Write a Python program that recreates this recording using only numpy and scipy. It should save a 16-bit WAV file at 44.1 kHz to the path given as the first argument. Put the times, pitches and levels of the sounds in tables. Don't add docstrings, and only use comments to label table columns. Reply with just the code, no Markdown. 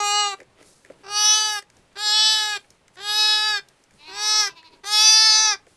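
import sys
import numpy as np
from scipy import signal
from scipy.fft import rfft, irfft
from scipy.io import wavfile
from scipy.ndimage import uniform_filter1d, map_coordinates

SR = 44100
rng = np.random.default_rng(int(sys.argv[2]) if len(sys.argv) > 2 else 0)


def to_wav(sig):
    pcm = np.clip(np.atleast_2d(sig), -1, 1) * 32767
    pcm = np.round(pcm).astype(np.int16)
    wavfile.write(sys.argv[1], SR, pcm.T)


N = 254309

REGION_EDGES_HZ = [1450, 2350, 4450, 6700]


def gain_of(db):
    return 10 ** (np.asarray(db) / 20)


def evened(x):
    return x / np.sqrt(np.mean(x ** 2) + 1e-20)


def read(points, hz):
    f, value = np.transpose(points)
    return np.interp(np.log(hz + 1), np.log(f + 1), value)


def follow(rows, t):
    s, *columns = np.transpose(rows)
    return [np.interp(t, s, column) for column in columns]


def add(mix, s, sound):
    part = mix[max(round(s * SR), 0):][:len(sound)]
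    part += sound[:len(part)]


def bump(t, at_s, width_s):
    return np.exp(-((t - at_s) / width_s) ** 2)


def drift(size, hz):
    f = np.fft.rfftfreq(N, 1 / SR)
    spectrum = rfft(rng.standard_normal(N)) * np.exp(-(f / hz) ** 2)
    return evened(irfft(spectrum, N))[:size]


def waver(size, count, per_s):
    knots = rng.standard_normal((count, int(N / SR * per_s) + 4))
    steps = np.arange(0, size + 200, 200)
    at_knot = [steps / SR * per_s]
    curves = [map_coordinates(row, at_knot, order=3, mode="nearest") for row in knots]
    return [np.interp(np.arange(size), steps, curve) for curve in curves]


def colour(x, points, size=4096):
    log_gain = np.log(gain_of(read(points, abs(np.fft.fftfreq(size, 1 / SR)))))
    ring = np.fft.ifft(np.exp(np.conj(signal.hilbert(log_gain)))).real
    return signal.oaconvolve(x, ring[:size // 2])[:len(x)]


def band(x, lo_hz, hi_hz, order=2):
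    edges_hz = [lo_hz, min(hi_hz, SR / 2 - 1)]
    return evened(signal.sosfilt(signal.butter(order, edges_hz, "band", fs=SR, output="sos"), x))


def background(floor_db=-59.5, low_db=-2.0, high_db=-1.0):
    # [f/Hz, relative density/dB per Hz]
    floor = [(20, -4), (40, -9.5), (62, -8.5), (150, -5), (250, -10.5), (450, -10.5), (800, -14),
             (1500, -18), (2000, -18.5), (3000, -20.5), (6000, -28), (10000, -31), (11500, -41),
             (13000, -52.5)]
    noise = gain_of(floor_db) * evened(colour(rng.standard_normal(N), floor))
    low = signal.sosfiltfilt(signal.butter(2, 700, fs=SR, output="sos"), noise)
    high = noise - low
    swell_db = 2.5 * drift(N, 9)
    return low * gain_of(low_db + swell_db) + high * gain_of(high_db + drift(N, 6))


def pulses(turns, count=36, wander=0.5, wander_per_s=8):
    along = waver(len(turns), count, wander_per_s)
    across = waver(len(turns), count, wander_per_s)
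    out = 0
    for k, a, b in zip(range(1, count + 1), along, across):
        loose = wander * np.tanh(k / 10)
        angle = 2 * np.pi * k * turns
        out = out + (1 + loose * a) * np.cos(angle) + loose * b * np.sin(angle)
    return evened(out)


def hoarseness(t, creak, creak_s, rasp_db, change_s, change_db, end_creak=0.54, end_creak_s=0.014):
    uncaught = bump((t - t[0]) ** 2, 0, creak_s ** 2)
    rough = creak * uncaught + end_creak * bump(t, t[-1], end_creak_s)
    return uncaught, rough, rasp_db + change_db * bump(t, change_s, 0.15)


def vowel_shares(effort_db, opening, uncaught, vowel, glide, ebb_scale_db=24):
    # [shift as effort ebbs/dB, shift as jaw shuts/dB]
    region_shifts = [(13, 4), (15.5, -2.1), (1.6, -4.5), (-7, -3), (5.5, -0.5)]
    uncaught_shifts = [0.5, 2.5, -3.5, -1, -9]
    ebb = np.tanh((effort_db.max() - effort_db) / ebb_scale_db)
    late = np.linspace(-.5, .5, len(ebb))
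    shares = []
    for db, glide_db, (ebb_db, shut_db), uncaught_db in zip(vowel, glide, region_shifts, uncaught_shifts):
        mouth_db = ebb_db * ebb + shut_db * (1 - opening)
        shares.append(db + glide_db * late + mouth_db + uncaught_db * uncaught)
    shares = np.array(shares)
    return shares - 10 * np.log10((gain_of(shares) ** 2).sum(0))


def resonate(x, hz, width_hz):
    turn = np.exp(2j * np.pi * np.cumsum(hz) / SR)
    r = np.exp(-np.pi * width_hz / SR)
    return 2 * (turn * signal.lfilter([1 - r], [1, -r], x / turn)).real


def regions(x, order=10):
    filters = [signal.butter(order, hz, fs=SR, output="sos") for hz in REGION_EDGES_HZ]
    below = [signal.sosfiltfilt(sos, x) for sos in filters]
    return np.diff([0 * x] + below + [x], axis=0)


def bleat(folds, effort, voicing, mouth, vowel, glide, throat, upper_throat,
          upper_db=-13, slack=2, attack_s=0.003, jitter=.0011, rough_jitter=.04,
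          rough_noise=1.0, shimmer=0.52, straw_echo=0.032, flutter_db=0.57):
    # [f/Hz, relative level/dB]
    rasp_spectrum = [(300, -49.5), (1500, -26), (3000, -26.5), (5000, -19), (6200, -19), (7000, -11),
                     (10000, -15), (14000, -10.5)]
    # [width/Hz, boost/dB, f shut / f open]
    formant_shapes = [(447, 2.5, 0.7), (450, -8, 0.78), (698, 2.5, .86)]
    t = np.arange(effort[0][0], effort[-1][0], 1 / SR)
    n = len(t)
    hz, = follow(folds, t)
    effort_db, = follow(effort, t)
    uncaught, rough, rasp_db = hoarseness(t, *voicing)
    widest_s, jaw_s, *formants_hz = mouth
    opening = bump(t, widest_s, jaw_s)
    shares_db = vowel_shares(effort_db, opening, uncaught, vowel, glide)

    slow_jitter = jitter * drift(n, 39)
    fast_jitter = (jitter + rough_jitter * rough) * drift(n, 230)
    turns = np.cumsum(hz * (1 + slow_jitter + fast_jitter)) / SR
    puffs = evened((0.9 + np.exp(-(turns % 1) / 0.84)) * rng.standard_normal(n))
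    rasp = colour(puffs, rasp_spectrum) * gain_of(rasp_db + 2 * drift(n, 23))
    drive = pulses(turns) * (1 + shimmer * rough * drift(n, 160)) + rasp + rough_noise * rough * puffs
    drive = drive + slack * rough * np.cos(2 * np.pi * turns)

    shape = [(k * np.median(hz), db) for k, db in throat]
    upper = [(f, db + upper_db) for f, db in upper_throat if f > REGION_EDGES_HZ[-1]]
    voice = colour(drive, [(120, shape[0][1] - 22)] + shape + upper)
    for open_hz, (width_hz, boost_db, shut) in zip(formants_hz, formant_shapes):
        formant_hz = open_hz * (shut + (1 - shut) * opening)
        voice = voice + gain_of(boost_db) * resonate(voice, formant_hz, width_hz)
    lag = (0.00159 + .00007 * drift(n, 7.3)) * SR
    voice = voice + straw_echo * map_coordinates(voice, [np.arange(n) - lag], order=3)

    out = np.zeros(n)
    for part, share_db in zip(regions(voice), shares_db):
        strength = np.sqrt(abs(uniform_filter1d(part ** 2, size=1100)) + 1e-12)
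        out += part / strength * gain_of(effort_db + share_db + flutter_db * drift(n, 30))
    return t[0], out * (1 - np.exp(-(t - t[0]) / attack_s)) * signal.windows.tukey(n, .012)


def lamb():
    # [t/s, pitch before jitter/Hz]
    folds = [
        [(0.008, 412.4), (0.092, 409.3), (0.2, 415), (0.304, 400.8), (0.328, 388.5), (0.34, 387)],
        [(1.05, 395), (1.062, 383), (1.098, 408.6), (1.172, 417.6), (1.37, 429.7), (1.474, 426.6),
         (1.542, 420.3), (1.582, 405.4), (1.595, 400.6)],
        [(1.968, 397), (1.972, 397), (2.018, 422.2), (2.11, 421.1), (2.156, 427.8), (2.31, 433.9),
         (2.518, 419.2), (2.568, 403)],
        [(2.975, 370), (2.993, 372), (3.005, 392.5), (3.043, 411.2), (3.187, 426.6), (3.403, 425.9),
         (3.469, 429), (3.527, 421.6), (3.588, 395.3)],
        [(4.1, 382.4), (4.112, 378.5), (4.16, 409), (4.254, 424.9), (4.37, 428), (4.408, 424.4), (4.485, 391)],
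        [(4.848, 399), (4.856, 394), (4.884, 413.4), (4.924, 421.7), (5.078, 434.4), (5.264, 439.6),
         (5.332, 432.8), (5.442, 436), (5.506, 421), (5.545, 387.5)],
    ]
    # [t/s, effort/dB]
    efforts = [
        [(0.0, -19.5), (0.012, -24), (0.198, -20), (0.276, -23.5), (0.34, -31), (0.353, -45)],
        [(1.031, -32), (1.033, -49), (1.173, -22), (1.251, -16), (1.351, -17.5), (1.561, -28), (1.591, -29.5),
         (1.613, -54)],
        [(1.954, -41), (1.96, -42), (1.99, -32), (2.072, -20.5), (2.192, -16.5), (2.272, -16.5), (2.568, -28.5),
         (2.579, -33)],
        [(2.964, -56), (2.972, -45.5), (3.096, -24.5), (3.204, -18.5), (3.332, -18.5), (3.404, -21.5),
         (3.486, -20.5), (3.582, -25.5), (3.594, -34), (3.6, -28)],
        [(4.078, -48.5), (4.2, -29.5), (4.228, -25), (4.298, -20), (4.402, -17.5), (4.476, -27), (4.498, -42)],
        [(4.833, -43.5), (4.875, -30), (4.903, -28.5), (4.937, -18.5), (5.009, -14.5), (5.173, -14),
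         (5.481, -18), (5.533, -22.5), (5.561, -43)],
    ]
    # [opening creak/0-1, creak length/s, turbulence/dB, t of change/s, change of turbulence then/dB]
    voices = [(0.046, 0.04, -2.5, 0.37, 8), (0.653, .068, -0.5, 1.48, 5.5), (0.699, .026, -2, 2.38, 7.5),
              (.35, 0.058, 2.5, 3.52, -1.5), (.35, .06, 1.5, 4.17, 10.5), (0.771, .018, -1, 5.44, 5)]
    # [t widest/s, opening or closing time/s, then middle, high, top resonance when widest f/Hz]
    mouths = [(.19, 0.16, 2770, 6600, 7500), (1.38, 0.23, 3540, 6200, 9600), (2.26, 0.33, 3210, 5180, 7820),
              (3.33, 0.41, 3880, 4860, 8100), (4.34, 0.22, 3900, 6800, 8400),
              (5.13, 0.31, 4670, 5650, 8600)]
    # [share of each of five regions, low to high/dB]
    vowels = [(-5.5, -15, -5.5, -6.5, -12), (-15, -16.5, -6.5, -1.2, -17), (-17, -13, -3.5, -3.5, -15),
              (-18, -12.5, -5, -6.5, -19.5), (-16.5, -14, -6.5, -0.6, -17),
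              (-16.5, -14.5, -5.5, -.5, -18.5)]
    # [change of each region, low to high/dB]
    glides = [(0.5, 2, 0, -6, -8.5), (1.5, 11, .8, -3.1, 4), (0.4, 8, -0.5, -4, -1.7),
              (0.5, 13.5, -4.5, 2, -6), (4.5, 13, -7, 3.5, -2.5), (-0.7, 7.5, -5.5, 3.5, -13)]
    # [harmonic number, relative level/dB]
    throats = [
        [(1, -7), (2, 8.5), (3, 7.5), (4, -11), (5, -13), (6, -10.5), (7, -1.5), (8, -17), (9, -5.5), (10, -5),
         (11, -13), (12, -22.5), (13, -26.5), (14, -17), (15, -28.5)],
        [(1, -23), (2, -8), (3, -7), (4, -11), (5, -21), (6, -8), (7, 0.5), (8, -2.5), (9, 5), (10, -3.5),
         (11, 8), (12, 3), (13, 4.5), (14, 5.5), (15, -5)],
        [(1, -25), (2, -9.5), (3, -13.5), (4, -10), (5, -22), (6, -8.5), (7, -1.5), (8, 4.5), (9, 10), (10, 3),
         (11, 2.5), (12, 1), (13, -1.5), (14, -2.5), (15, -24.5)],
        [(1, -10.5), (2, 2), (3, -3.5), (4, -9), (5, -23), (6, -8), (7, -9.5), (8, -6), (9, -1.5), (10, -5.5),
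         (11, -1), (12, 4), (13, -10), (14, -6.5), (15, -18)],
        [(1, -7), (2, 3.5), (3, 1), (4, -15), (5, -18.5), (6, -12), (7, -21), (8, -14.5), (9, -15.5), (10, -12),
         (11, -4), (12, 1.5), (13, -1), (14, -0.5), (15, -13)],
        [(1, -23.5), (2, -8), (3, -9), (4, -15.5), (5, -19), (6, -9), (7, -16), (8, -3), (9, -6.5), (10, -4.5),
         (11, 4), (12, 1.5), (13, 3), (14, 6), (15, -11)],
    ]
    # [f/Hz, level before upper_db/dB]
    upper_throats = [
        [(3940, -48), (6700, -18), (6980, -5), (7170, -24), (7420, -1), (7780, 1), (8980, -20.5), (9520, -16),
         (10200, -21), (11700, -19.5), (13500, -46)],
        [(3940, -38), (6700, -8), (7400, -16.5), (7670, 3.5), (8130, -6.5), (9390, -7), (9890, -5),
         (10500, -17.5), (11100, -4.5), (11800, -17.5), (13500, -21)],
        [(3940, -48), (6700, -18), (7780, -2), (8060, -9.5), (8670, -7), (9410, -24), (10300, -8),
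         (10800, -9.5), (11500, -19.5), (13100, -18.5), (13500, -42.5)],
        [(3940, -28), (6700, 2), (7230, -9), (7690, -11), (7870, -6), (8150, -18), (9550, -22), (10100, -14.5),
         (10700, -15.5), (10900, -9.5), (13500, -40)],
        [(3940, -41), (6700, -11), (7450, -16), (7710, 5.5), (8320, -24.5), (8570, -5), (9200, -15), (9870, -6),
         (10500, -16), (12800, -15.5), (13500, -29)],
        [(3940, -46), (6700, -16), (7380, -2), (8230, -13.5), (8750, -0.5), (9550, -8), (10100, -3.5),
         (10500, -6), (11800, -20), (12700, -12), (13500, -25.5)],
    ]
    out = np.zeros(N)
    for call in zip(folds, efforts, voices, mouths, vowels, glides, throats, upper_throats):
        add(out, *bleat(*call))
    return out


def crackle(per_s, spread_db):
    size_db = spread_db * np.minimum(rng.exponential(1, N), 4)
    struck = rng.random(N) < per_s / SR
    return evened(rng.standard_normal(N) * gain_of(size_db) * struck)


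def straw(scuff_db=-5, hiss_db=-3):
    # [t of peak/s, rise/s, decay/s, dull scuff before scuff_db/dB, fine hiss before hiss_db/dB]
    shifts = [(.41, .06, .015, -53, -63), (.615, 0.037, 0.022, -45.5, -64), (.69, 0.051, .11, -61, -52.5),
              (.92, 0.044, 0.064, -51, -71.5), (1.02, 0.038, .03, -59.5, -68.5),
              (1.78, 0.061, 0.093, -61.5, -65), (2.6, .05, 0.075, -63, -61), (2.75, .07, 0.033, -61.5, -70),
              (2.95, .015, .03, -74.5, -59), (3.82, 0.097, .05, -61.5, -68), (3.96, 0.044, .2, -71, -63),
              (4.77, .09, .05, -54, -68), (5.69, .02, .18, -61, -60.5)]
    t = np.arange(N) / SR
    low, high = np.zeros((2, N))
    for s, rise_s, decay_s, low_db, high_db in shifts:
        swell = np.where(t < s, bump(t, s, rise_s), np.exp(-abs(t - s) / decay_s))
        low = low + swell * gain_of(low_db + scuff_db)
        high = high + swell * gain_of(high_db + hiss_db)
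    scuff = band(crackle(2500, 1.8), 240, 3000) + 1.3 * band(crackle(600, 1.5), 250, 520)
    hiss = band(crackle(15000, 1.7), 3800, 10500, order=5)
    return evened(scuff) * low + hiss * high


def smacks(pop_hz=520, pop_s=0.0083, snap_s=0.003, top_s=0.0018, rise_s=0.0012,
           pops_db=8, snaps_db=7, tops_db=6):
    # [t/s, wet low pop/dB, snap/dB, crisp top/dB]
    contacts = [(.386, -55, -57, -62), (.402, -49.5, -41, -46), (.414, -50, -52, -60), (.43, -64, -54, -53),
                (.627, -66, -50, -46.5), (.848, -60, -49, -49), (.86, -63, -51, -56), (0.9, -43, -47, -60),
                (.92, -55.5, -60, -55), (1.624, -59.5, -47, -44.5), (1.7, -71, -54, -47),
                (1.768, -69, -66, -48.5), (1.928, -69.5, -64, -59), (2.058, -55, -62, -68),
                (2.094, -56.5, -62, -66), (2.278, -53, -60, -66), (2.643, -70, -50.5, -62),
                (2.704, -72, -64, -41.5), (2.88, -77.5, -53, -48), (2.956, -67, -53, -49.5),
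                (3.686, -78.5, -74, -41.5), (3.838, -75, -67, -48.5), (3.908, -72, -57.5, -52),
                (3.938, -73, -71, -57), (4.628, -61, -47, -56), (5.667, -55.5, -50.5, -54)]
    out = np.zeros(N)
    t = np.arange(SR // 12) / SR
    for s, pop_db, snap_db, top_db in contacts:
        a, b, c = rng.standard_normal((3, len(t)))
        tone = np.sin(2 * np.pi * pop_hz * rng.uniform(.93, 1.07) * t)
        hollow = tone + 1.1 * band(a, 330, 570)
        pop = hollow * np.exp(-t / pop_s) * (1 - np.exp(-t / 0.0025)) * gain_of(pop_db + pops_db)
        snap = band(b, 1500, 2380) * np.exp(-t / snap_s) * gain_of(snap_db + snaps_db)
        top = band(c, 4100, 8200) * np.exp(-t / top_s) * gain_of(top_db + tops_db)
        add(out, s, pop + (snap + top) * (1 - np.exp(-t / rise_s)))
    return out


def far_sheep(quaver_hz=12.2, crest_s=4.5, attack_s=0.093, release_s=.03):
    # [f/Hz, relative level/dB]
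    far_throat = [(320, -11), (650, -16.5), (980, 4.5), (1350, -16), (1900, -15.5), (2650, 2.5),
                  (3200, -11), (3900, 1), (4900, -8.5), (6000, -19.5), (9000, -31.5)]
    start_s, end_s, arch_crest_s, arch_hz = 3.975, 4.76, 4.29, 341.7
    scoop, sag = 0.18, .1
    start_db, fade_db_per_s = -43.5, 16.5
    start_depth, depth_per_s = .15, 1.5
    t = np.arange(start_s, end_s, 1 / SR)
    age = t - t[0]
    hz = arch_hz * (1 - np.interp(t, [t[0], arch_crest_s, t[-1]], np.sqrt([scoop, 0, sag])) ** 2)
    depth = np.minimum(start_depth + depth_per_s * age, 1)
    ramps = np.minimum(age / attack_s, 1) * np.minimum((t[-1] - t) / release_s, 1)
    level = gain_of(start_db - fade_db_per_s * age) * ramps
    cycle = 2 * np.pi * quaver_hz * (t - crest_s)
    turns = np.cumsum(hz * (1 - 0.022 * depth * np.sin(cycle) + 0.0043 * drift(len(t), 102))) / SR
    breathy = pulses(turns) + 0.42 * rng.standard_normal(len(t))
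    voice = evened(colour(breathy, far_throat))
    out = np.zeros(N)
    add(out, t[0], voice * level * (1 + depth * np.cos(cycle)))
    return out


def barn(x, decay):
    size = SR // 2
    struck = (rng.random(size) < 2500 / SR) * (np.arange(size) > .003 * SR)
    taps = rng.choice([-1., 1.], size) * struck
    hz, t, z = signal.stft(taps, SR, nperseg=256)
    tail = signal.istft(z * gain_of(-60 * t / read(decay, hz)[:, None]), SR)[1]
    return signal.fftconvolve(x, tail / np.linalg.norm(tail))[:N]


def scene():
    # [f/Hz, t60/s]
    pen_decay = [(300, .11), (2000, .12), (5000, .12), (12000, .11)]
    # [f/Hz, t60/s]
    barn_decay = [(300, 0.59), (1500, 0.3), (5000, 0.18), (12000, 0.067)]
    near = lamb() + smacks() + straw()
    far = far_sheep()
    near = near + gain_of(-12.5) * barn(near, pen_decay) + gain_of(-29) * barn(near, barn_decay)
    mono = near + far + 0.417 * barn(far, barn_decay) + background()
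    return np.array([mono, mono])


def record(dry, edge_hz=14300):
    taps = signal.firwin(511, edge_hz, window=("kaiser", 9), fs=SR)
    return signal.oaconvolve(dry, taps[None], "same")


dry = scene()
out = record(dry)
to_wav(out)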